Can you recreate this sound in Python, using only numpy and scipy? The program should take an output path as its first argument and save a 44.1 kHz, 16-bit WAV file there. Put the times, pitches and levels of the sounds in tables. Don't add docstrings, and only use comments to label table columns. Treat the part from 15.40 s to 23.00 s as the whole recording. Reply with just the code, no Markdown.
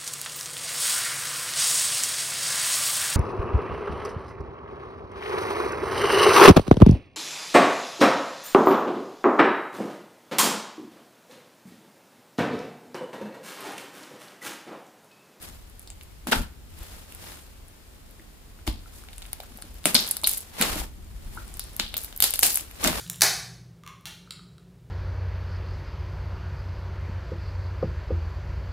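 import sys
import numpy as np
from scipy import signal
from scipy.fft import rfft, irfft
from scipy.io import wavfile
from scipy.ndimage import uniform_filter1d

SR = 44100
rng = np.random.default_rng(int(sys.argv[2]) if len(sys.argv) > 2 else 0)


def makeup_ratio(level_db):
    decades = np.asarray(level_db, float) / 20
    return 10 ** decades


def to_wav(s):
    ch = np.atleast_2d(s).T
    pcm = np.round(np.clip(ch, -1, 1) * 32767)
    wavfile.write(sys.argv[1], SR, pcm.astype(np.int16))


N = 335160

# start_s, length_s, table rumble level_db, wet squelch level_db, sticky fizz level_db
TEARS = [(0.872, 0.077, -51, -32, -37.5), (0.913, 0.01, -60, -28, -30), (0.921, 0.004, -38, -17, -34),
         (0.954, 0.049, -28, -34, -34.5), (3.267, 0.0067, -26, -35, -37), (4.456, 0.06, -58, -27.5, -28),
         (4.544, 0.35, -62, -26.5, -27), (4.864, 0.15, -46, -47, -28), (6.568, 0.12, -60, -46, -37.5),
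         (6.394, 0.045, -42, -41, -41), (6.821, 0.081, -57, -34, -23), (6.937, 0.051, -62, -57, -32.5),
         (7.026, 0.098, -65, -31.5, -18), (7.152, 0.05, -62, -44, -30.5)]
# peak_s, length_s, rumble level_db, squelch level_db, fizz level_db
PEELS = [
    (0.04, 0.13, -52, -41.5, -45),
    (3.556, 0.026, -60, -59, -48.5),
    (5.222, 0.092, -48.5, -22, -27.5),
    (1.01, 0.025, -43, -39, -59),
    (5.297, 0.15, -33.5, -29.5, -33.5),
    (5.387, 0.025, -39, -33.5, -35.5),
    (7.46, 0.12, -32, -21, -27),
    (7.577, 0.073, -35, -28.5, -34.5),
]


def rms_one(x):
    return x / np.sqrt(np.mean(x ** 2) + 1e-20)


def at_hz(points, hz, column=1):
    points = np.array(points)
    return np.interp(np.log(hz), np.log(points[:, 0]), points[:, column])


def drift(rate_hz):
    step = 40
    r = np.exp(-2 * np.pi * step * rate_hz / SR)
    noise = rng.standard_normal(N // step + 2002)
    slow = signal.lfilter([1], [1, -2 * r, r * r], noise)[2000:]
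    return np.interp(np.arange(N) / step, np.arange(len(slow)), rms_one(slow))


def coloured(pair, spectrum):
    # pitch_hz, likeness (1 = same)
    likeness = [(60, 0.79), (140, 0.45), (300, 0.17), (950, 0.19), (3770, -0.036), (15000, -0.0024)]
    hz = np.maximum(np.fft.rfftfreq(N, 1 / SR), 1)
    mid, side = rfft(pair) * makeup_ratio(at_hz(spectrum, hz))
    alike = np.clip(at_hz(likeness, hz), -1, 1)
    stereo = np.sqrt(1 + alike) * mid + np.sqrt(1 - alike) * side * [[1], [-1]]
    return rms_one(irfft(stereo, N))


def grains(per_s, spread_db):
    sizes = makeup_ratio(spread_db * np.minimum(rng.exponential(1, (2, N)), 5))
    signs = rng.choice([-1, 1], (2, N))
    return sizes * signs * (rng.random((2, N)) < per_s / SR)


def add(track, s, wave):
    i = round(s * SR)
    track[:, i:i + wave.shape[1]] += wave[:, :N - i]


def burst(hz, cycles, lag_s, tear, rough, swell, chance):
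    t = np.arange(chance.shape[1]) / SR - np.array([[lag_s / 2], [-lag_s / 2]]) - 1e-4
    turns = np.maximum(t, 0) * hz
    band = signal.butter(1, [hz / 1.8, min(hz * 1.67, .45 * SR)], "band", fs=SR, output="sos")
    ragged = rms_one(signal.sosfilt(band, chance))
    ring = (np.sin(2 * np.pi * turns) + rough * ragged) * turns ** swell * np.exp(-turns / cycles)
    wave = ring + tear * turns * np.exp(-turns / 0.17)
    return wave / np.max(np.abs(wave))


def hiss():
    # pitch_hz, level_db per Hz
    hiss_colour = [(59, -13), (100, -2.5), (302, -7), (1100, -15.5), (1230, -16), (11400, -23),
                   (15000, -23), (16000, -21)]
    return makeup_ratio(-53.5) * coloured(rng.standard_normal((2, N)), hiss_colour)


def room(x):
    # pitch_hz, time to fall 60 dB in s, level_db
    wall_ring = [(143, 0.35, 1.5), (700, 0.26, -4), (2470, 0.31, -1), (6500, 0.083, 5), (11800, 0.19, -7)]
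    t = np.arange(SR // 2) / SR
    white, tail = rng.standard_normal((2, len(t))), 0
    edges = 60 * 2.25 ** np.arange(8)
    for k, (low, high) in enumerate(zip(edges, edges[1:])):
        hz = np.sqrt(low * high)
        band = signal.sosfilt(signal.butter(2, [low, high], "band", fs=SR, output="sos"), white)
        alike = np.clip(350 / hz, 0, .95)
        band = np.sqrt(1 + alike) * band[0] + np.sqrt(1 - alike) * band[1] * [[1], [-1]]
        fade_db = at_hz(wall_ring, hz, column=2) - 60 * t / at_hz(wall_ring, hz)
        tail = tail + (-1) ** k * band * makeup_ratio(fade_db)
    tail = tail * np.clip((t - .0025) / 0.000047, 0, 1) / np.sqrt(0.088 * SR)
    return signal.fftconvolve(x.mean(axis=0, keepdims=True), tail, axes=1)[:, :N]


def early_echoes(x):
    # delay_s, level_db
    surfaces = [
        (.00136, -8.5),
        (.0037, -23),
    ]
    out = x.copy()
    for s, db in surfaces:
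        out += makeup_ratio(db) * np.pad(x, ((0, 0), (round(s * SR), 0)))[:, :N]
    return out


def handwork():
    # start_s, weight on the table level_db, stretch of the skin level_db
    hands = [(0, -45, -54), (.3, -48, -60), (.8, -47.5, -60), (1.25, -46, -64.5), (1.42, -41, -45.5),
             (1.475, -50, -47.5), (1.53, -45, -45), (1.66, -51, -54), (1.8, -47, -47.5), (1.87, -48.5, -41),
             (2.15, -50.5, -60), (3.3, -48, -60.5), (3.53, -47, -55.5), (3.7, -45.5, -54.5),
             (4.0, -49, -52.5), (4.4, -47, -54), (5.1, -50.5, -50.5), (5.6, -43.5, -63.5),
             (5.95, -39, -49.5), (6.6, -45, -53), (7.6, -49.5, -48)]
    s, weight_db, stretch_db = np.transpose(hands)
    t = np.arange(N) / SR
    return np.interp(t, s, weight_db), np.interp(t, s, stretch_db)


def tearing(steady_db, column, lag_s=0, pace=1):
    sag_db_per_s, fall_db_per_s = 101.5, 295
    events = np.transpose(TEARS + PEELS)[:, :, None]
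    start, length, peaks_db = events[0], events[1], events[column]
    rise_db_per_s = np.repeat([20000, 325], [len(TEARS), len(PEELS)])[:, None]
    t = np.arange(0, N, 32) / SR
    since = t - start - lag_s
    loss_db = (rise_db_per_s * np.maximum(-since, 0)
               + sag_db_per_s * np.clip(since, 0, length)
               + fall_db_per_s * np.maximum(since - length, 0))
    power = np.sum(makeup_ratio(peaks_db - pace * loss_db) ** 2, axis=0)
    return np.sqrt(np.interp(np.arange(N) / SR, t, power) + makeup_ratio(steady_db) ** 2)


def rumble(weight_db):
    # pitch_hz, level_db per Hz
    rumble_colour = [(12, -25), (28, 6), (49, 5.5), (87, 0), (118, -11.5), (216, -14), (390, -22),
                     (660, -120)]
    shaking = tearing(weight_db, column=2, lag_s=0.014, pace=0.6) * makeup_ratio(1.1 * drift(3.1))
    return shaking * coloured(rng.standard_normal((2, N)), rumble_colour)


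def squelch(stretch_db, clumps_db):
    # pitch_hz, level_db per Hz
    squelch_colour = [(88, -42), (150, -3), (1130, -6), (1470, -7), (3610, -9.5), (6000, -14.5),
                      (7800, -46.5), (13200, -120)]
    loudness = tearing(stretch_db, column=3) * makeup_ratio(clumps_db - 3.5)
    return loudness * coloured(grains(2200, 1.06), squelch_colour)


def fizz(stretch_db, clumps_db):
    # pitch_hz, level_db per Hz
    fizz_colour = [(2060, -17.5), (3500, -10.5), (6090, -7), (11200, -5.5), (14700, -9.5), (16000, -4.5)]
    loudness = tearing(stretch_db - 2.5, column=4) * makeup_ratio(clumps_db + 2.5)
    return loudness * coloured(grains(8000, 0.85), fizz_colour)


def knocks():
    # start_s, peak level_db, strongest pitch_hz
    blows = [(0.086, -37, 152), (0.869, -20.5, 206), (0.921, -16.5, 220), (0.884, -16.5, 233),
             (0.952, -18.5, 180), (0.995, -22, 213), (2.793, -36.5, 282), (3.276, -22, 219),
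             (3.276, -18, 404), (4.107, -37, 260), (4.149, -35, 226), (4.239, -36.5, 233),
             (4.455, -13.5, 306), (4.548, -14.5, 270), (4.833, -27, 635), (5.203, -15, 180),
             (5.358, -19.5, 278), (6.398, -23.5, 217), (6.537, -39, 593), (7.024, -27.5, 634),
             (7.211, -36.5, 296), (7.449, -15, 700), (7.445, -20, 314), (7.46, -11, 323),
             (7.477, -11.5, 352), (7.504, -18, 235), (5.979, -35, 320)]
    # pitch_hz, level_db, time to fall 60 dB in s
    table_notes = [(91, -5, 0.051), (180, -15, 0.15), (223.7, -3, 0.081), (322.2, -3, 0.065),
                   (429, -19.5, 0.1), (533, -10, 0.02), (603, -0.5, 0.056)]
    out, t = np.zeros((2, N)), np.arange(SR // 4) / SR
    chance = rng.standard_normal((len(blows), len(table_notes), 2))
    mode_hz, mode_db, t60 = np.transpose(table_notes)[:, :, None]
    for (s, db, hz), luck in zip(blows, chance):
        strength_db = mode_db - 11 * abs(np.log2(mode_hz / hz)) + 4.2 * luck[:, :1]
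        ring = np.sin(2 * np.pi * mode_hz * (1 + 0.037 * luck[:, 1:]) * t)
        wave = (makeup_ratio(strength_db - 60 * t / t60) * ring).sum(axis=0)
        wave = wave * (1 - np.exp(-t / 0.0039))
        wave = wave * (1 + 0.26 * np.exp(-t / 0.0012))
        add(out, s, makeup_ratio(db - 7.5) * wave[None] / np.max(np.abs(wave)))
    return out


def vents():
    # start_s, level_db, throat pitch_hz
    jets = [
        (4.552, -19, 4300),
        (4.847, -34, 4000),
        (6.827, -27, 4000),
        (6.196, -43, 4600),
        (6.399, -30, 3600),
        (3.279, -41, 4000),
    ]
    t60_s, width = 0.4, 1.27
    out, t = np.zeros((2, N)), np.arange(SR // 4) / SR
    for (s, db, hz), air in zip(jets, rng.standard_normal((len(jets), 3, len(t)))):
        throat = signal.butter(2, [hz / width, hz * width], "band", fs=SR, output="sos")
        sputter = makeup_ratio(3.3 * rms_one(uniform_filter1d(air[2], size=100)))
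        jet = rms_one(signal.sosfilt(throat, air[:2] * sputter))
        add(out, s, makeup_ratio(db - 60 * t / t60_s) * jet)
    return out


def pops():
    # start_s, peak level_db, hollow pitch_hz
    fold = [(0.475, -31, 4300), (0.5028, -35, 2720), (0.6115, -31, 2780), (0.8709, -22, 1030),
            (0.887, -28, 895), (0.9145, -22, 4200), (0.918, -22, 3000), (0.9232, -17, 2790),
            (0.925, -10, 3300), (0.9295, -8, 3300), (1.723, -35, 2600), (3.19, -45, 1500),
            (1.891, -38, 2000), (3.2713, -28, 2200), (3.271, -29, 4600), (3.2763, -16, 2800),
            (3.2772, -19, 4530), (3.278, -23, 920), (3.638, -37, 1210), (3.687, -31, 2700),
            (3.732, -33, 4000), (3.782, -35, 2980), (3.8208, -28, 3600), (3.826, -28, 4160),
            (3.8539, -33.5, 3230), (3.9336, -32.5, 2200), (4.002, -31, 680), (4.0037, -25.5, 3860),
            (4.187, -37, 700), (4.2235, -35, 1490), (4.035, -38, 1300), (3.931, -38, 790),
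            (4.4419, -29, 3930)]
    # start_s, peak level_db, hollow pitch_hz
    squeeze = [(4.4562, -6, 2500), (4.458, -18.5, 573), (4.4593, -18, 4000), (4.5517, -11, 2300),
               (4.5534, -5, 4100), (4.5554, -5, 5040), (4.5567, -10, 4300), (4.6071, -20, 4500),
               (4.8479, -20, 4000), (4.5647, -9, 4300), (4.7686, -19, 4830), (4.835, -24.5, 990),
               (4.8729, -9, 4600), (4.9137, -25, 2900), (5.213, -10, 2480), (5.215, -12, 2200),
               (5.221, -10, 4300), (5.225, -13, 2500), (5.275, -21, 4300), (5.227, -9, 3300),
               (5.417, -28, 840)]
    # start_s, peak level_db, hollow pitch_hz
    wring = [(6.1953, -20, 4300), (6.3981, -4, 4560), (6.5415, -16, 3480), (6.5676, -20, 4300),
             (6.646, -30, 4560), (6.727, -30, 3260), (6.8038, -15, 3500), (6.8079, -25, 4500),
             (6.4015, -19, 4200), (6.8243, -7.5, 3520), (6.828, -16, 4500), (6.8404, -5, 4200),
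             (6.8438, -16, 4500), (6.9397, -22, 4500), (6.938, -19.5, 2970), (6.958, -18, 5020),
             (6.9922, -22, 4670), (7.0311, -5, 2390), (7.0322, -3, 5600), (7.0352, -8, 4600),
             (7.0667, -18, 2800), (7.1735, -22, 2270), (7.197, -27, 2760), (7.312, -32, 2310),
             (6.681, -36, 2000), (7.4474, -10, 1900), (7.4724, -14, 4300), (7.4762, -6, 4100),
             (7.48, -16, 4200), (7.5305, -19, 1140)]
    # start_s, peak level_db, hollow pitch_hz
    bubbles = [(0.929, -16, 1450), (0.9325, -20.5, 917), (4.2229, -36.5, 4360), (4.8433, -9.5, 4110),
               (5.224, -12, 4100), (2.797, -44, 1920), (3.46, -47, 1370), (4.5511, -4, 4400),
               (5.971, -38, 960), (5.9758, -30.5, 1370), (5.985, -39, 1480)]
    ragged_cycles, round_cycles = 0.55, 1.64
    ragged_pockets = fold + squeeze + wring
    pockets = ragged_pockets + bubbles
    rings = np.repeat([ragged_cycles, round_cycles], [len(ragged_pockets), len(bubbles)])
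    out, chance = np.zeros((2, N)), rng.standard_normal((len(pockets), 2, 768))
    for (s, db, hz), ring, noise in zip(pockets, rings, chance):
        ragged = ragged_cycles / ring
        lag_s = 7e-5 * np.clip(noise[0, 0], -1.3, 1.3)
        wave = burst(hz, ring, lag_s, tear=1.47 * ragged, rough=0.6 * ragged ** 2, swell=0.97, chance=noise)
        add(out, s - ring / hz - 1e-4, makeup_ratio(db + 2.5) * wave)
    return out


def snaps():
    # start_s, peak level_db, ring pitch_hz, left lag in microseconds
    fold = [(0.0185, -31, 9190, -23), (0.0265, -27, 10080, -17), (0.0278, -30, 10000, 0),
            (0.089, -30, 7450, -45), (0.2986, -38, 11000, 0), (0.3951, -29, 10680, 0),
            (0.418, -38, 11000, 20), (0.4275, -34, 12790, -40), (0.4311, -35, 11000, -40),
            (0.4752, -34, 8420, -28), (0.5026, -26, 7580, -11), (0.6274, -32, 11860, -34),
            (0.634, -33, 11000, 0), (0.871, -21, 10470, 0), (1.39, -35, 10500, 0),
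            (1.4313, -29, 11890, -17), (1.7234, -30, 11740, 23), (1.7489, -25, 11070, 28),
            (2.2833, -36, 10700, -113), (2.7105, -38, 11000, 0), (3.2764, -19, 11220, -34),
            (3.3295, -32, 11000, -30), (3.6385, -35, 9370, 45), (3.7307, -34, 10400, -40),
            (3.7366, -36, 11000, 30), (3.762, -38, 10000, 0), (3.7817, -26, 9600, 11),
            (3.8211, -29, 8810, -62), (3.8635, -34, 9990, 6), (3.9312, -12, 10270, -68),
            (4.0025, -26, 12700, -136), (4.0327, -32, 12580, 23), (4.0363, -32, 11000, -20),
            (4.1733, -28, 12170, 6), (4.2174, -35, 11000, 0), (4.2229, -21, 9780, -45),
            (4.3427, -36, 11860, -68)]
    # start_s, peak level_db, ring pitch_hz, left lag in microseconds
    squeeze = [(4.4357, -37, 9000, 0), (4.4419, -28, 11860, -40), (4.4508, -22, 14380, -113),
               (4.456, 2, 9300, -96), (4.4593, -14, 8000, -40), (4.4608, -14, 7900, 23),
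               (4.4694, -8, 9820, -23), (4.5455, 3, 10500, -91), (4.5469, -14, 7000, -91),
               (4.5515, -9, 8700, -96), (4.5529, -14, 11000, -60), (4.6072, -16, 12340, -74),
               (4.6668, -23, 9150, -119), (4.6765, -16, 10830, 17), (4.6896, -17, 12040, 0),
               (4.7114, 1, 10870, 17), (4.7138, -15, 12000, 17), (4.7149, -12, 10500, -30),
               (4.7171, -18, 10000, 17), (4.7686, -12, 10060, 17), (4.8157, -27, 8740, 113),
               (4.8248, -26, 12140, -34), (4.8368, -14, 10720, 113), (4.8399, -21, 10790, 17),
               (4.8441, -15, 10500, 34), (4.8452, -23, 12000, 0), (4.8716, -14, 12500, 0),
               (4.873, 3.5, 11860, 6), (4.8772, -11, 11500, 6), (4.8779, -12, 9500, 17),
               (4.8942, -6, 11110, 23), (4.9139, -13, 10810, 11), (4.916, -16, 12500, 11),
               (4.9168, -21, 9000, -23), (4.9302, -14, 10850, 23), (4.9356, -10, 11000, 34),
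               (4.9472, -18, 10500, -102), (4.9729, -15, 12700, -40), (4.9758, -16, 10860, -62),
               (4.978, -17, 11500, 0), (4.9824, -16, 10940, 17), (5.0062, -22, 10620, 28),
               (5.0115, -28, 10300, 0), (5.4056, -27, 10000, -30), (5.2154, -14, 10500, 30),
               (5.213, -6, 10600, 0), (5.221, -13, 7600, 20), (5.2248, -10, 7390, -17),
               (5.2272, -13, 8000, 0), (5.3575, -24, 9500, 0)]
    # start_s, peak level_db, ring pitch_hz, left lag in microseconds
    gather = [(5.6454, -42, 7000, 0), (5.9498, -34, 10500, 0), (5.9653, -34, 10500, 20),
              (6.0793, -29, 10590, -136), (6.1409, -23, 9430, -11), (6.1712, -23, 11500, 23),
              (6.1952, -15, 10830, 0), (6.2394, -26, 10270, -125), (6.6541, -30, 11500, 0),
              (6.3334, -34, 11000, 20), (6.3659, -20, 12500, 0), (6.3645, -20, 13500, 34),
              (6.398, -25, 8140, 136), (6.4866, -30, 11090, -62), (6.5419, -17, 11500, 28),
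              (6.5694, -13, 12000, -62), (6.5794, -7, 14560, 28), (6.6165, -24, 10360, -79),
              (6.633, -24, 11500, -23), (6.6374, -20, 11280, 23), (6.646, -20, 12940, 11),
              (6.6473, -20, 12500, -20), (6.7269, -32, 11260, 45), (6.7632, -20, 12250, 17),
              (6.776, -16, 12750, 17)]
    # start_s, peak level_db, ring pitch_hz, left lag in microseconds
    wring = [(6.8036, 1, 12660, 17), (6.8237, 6, 11800, 17), (6.825, 1, 12000, 17),
             (6.8266, -12, 10500, -30), (6.8403, 2, 11200, -11), (6.8125, -19, 11500, 0),
             (6.9067, -12, 11650, -68), (6.908, -14, 9500, 30), (6.9383, -7, 9800, 34),
             (6.9264, -25, 9000, 0), (6.9398, -15, 11000, 0), (6.9579, -14, 12500, -23),
             (6.9922, 1, 12000, 11), (7.0111, -16, 6870, 28), (7.021, -20, 11000, 0), (7.0313, 2, 10500, 0),
             (7.0327, 1, 11500, 17), (7.0619, -6, 10400, -136), (7.0667, -5, 9350, 11),
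             (7.1282, -17, 12500, 0), (7.1296, -21, 12000, 0), (7.1318, -14, 11500, -102),
             (7.1444, -8, 12490, -102), (7.157, -3, 10500, -102), (7.1593, -20, 11500, 0),
             (7.1773, -19, 12000, 0), (7.1732, -6, 12000, -28), (7.2095, -19, 9670, 62),
             (7.3135, -33, 12200, 0), (7.3458, -38, 7800, -30), (7.4206, -29, 11200, 0),
             (7.4352, -20, 9500, 30), (7.4433, -17, 12000, 0), (7.4517, -18, 8000, 30),
             (7.4724, -20, 7500, 0), (7.4757, -12, 12000, 0), (7.48, -21, 10000, 0), (7.4419, -3, 7150, 51),
             (7.4477, -11, 7240, 45), (7.4754, -11, 8180, -17)]
    films = fold + squeeze + gather + wring
    out, chance = np.zeros((2, N)), rng.standard_normal((len(films), 2, 96))
    for (s, db, hz, lag_us), noise in zip(films, chance):
        ears = makeup_ratio(db + 3.5 + 0.019 * lag_us * np.array([[-1], [1]]))
        wave = burst(hz, 1.2, lag_us / 1010000.0, tear=0.021, rough=0.3, swell=0.35, chance=noise)
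        add(out, s - .0002, ears * wave)
    return signal.lfilter([1, -0.55], [1], out)


def scene():
    weight_db, stretch_db = handwork()
    clumps_db = 1.65 * drift(64)
    kneading = rumble(weight_db) + squelch(stretch_db, clumps_db) + fizz(stretch_db, clumps_db)
    no_bass = signal.butter(2, 450, "high", fs=SR, output="sos")
    clicks = signal.sosfilt(no_bass, snaps() + pops())
    booms = knocks()
    diffuse = room(clicks + 0.4 * booms) + kneading + hiss() + vents()
    top = signal.cheby2(10, 50, 16300, fs=SR, output="sos")
    return early_echoes(clicks) + booms + signal.sosfilt(top, diffuse)


def top_cut(x):
    return signal.sosfilt(signal.butter(12, 16540, fs=SR, output="sos"), x)


def record(dry):
    # pitch_hz, width_hz, level_db
    housing_dip = (5950, 540, -4)
    hz, width_hz, db = housing_dip
    band = signal.lfilter(*signal.iirpeak(hz, hz / width_hz, fs=SR), dry)
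    pair = (dry - (1 - makeup_ratio(db)) * band) * makeup_ratio([[0.6], [-0.6]])
    top = signal.cheby2(12, 60, 16600, fs=SR, output="sos")
    cut = signal.sosfilt(top, np.clip(pair, -1, 1))
    return top_cut(np.clip(cut, -1, 1))


dry = scene()
out = record(dry)
to_wav(out)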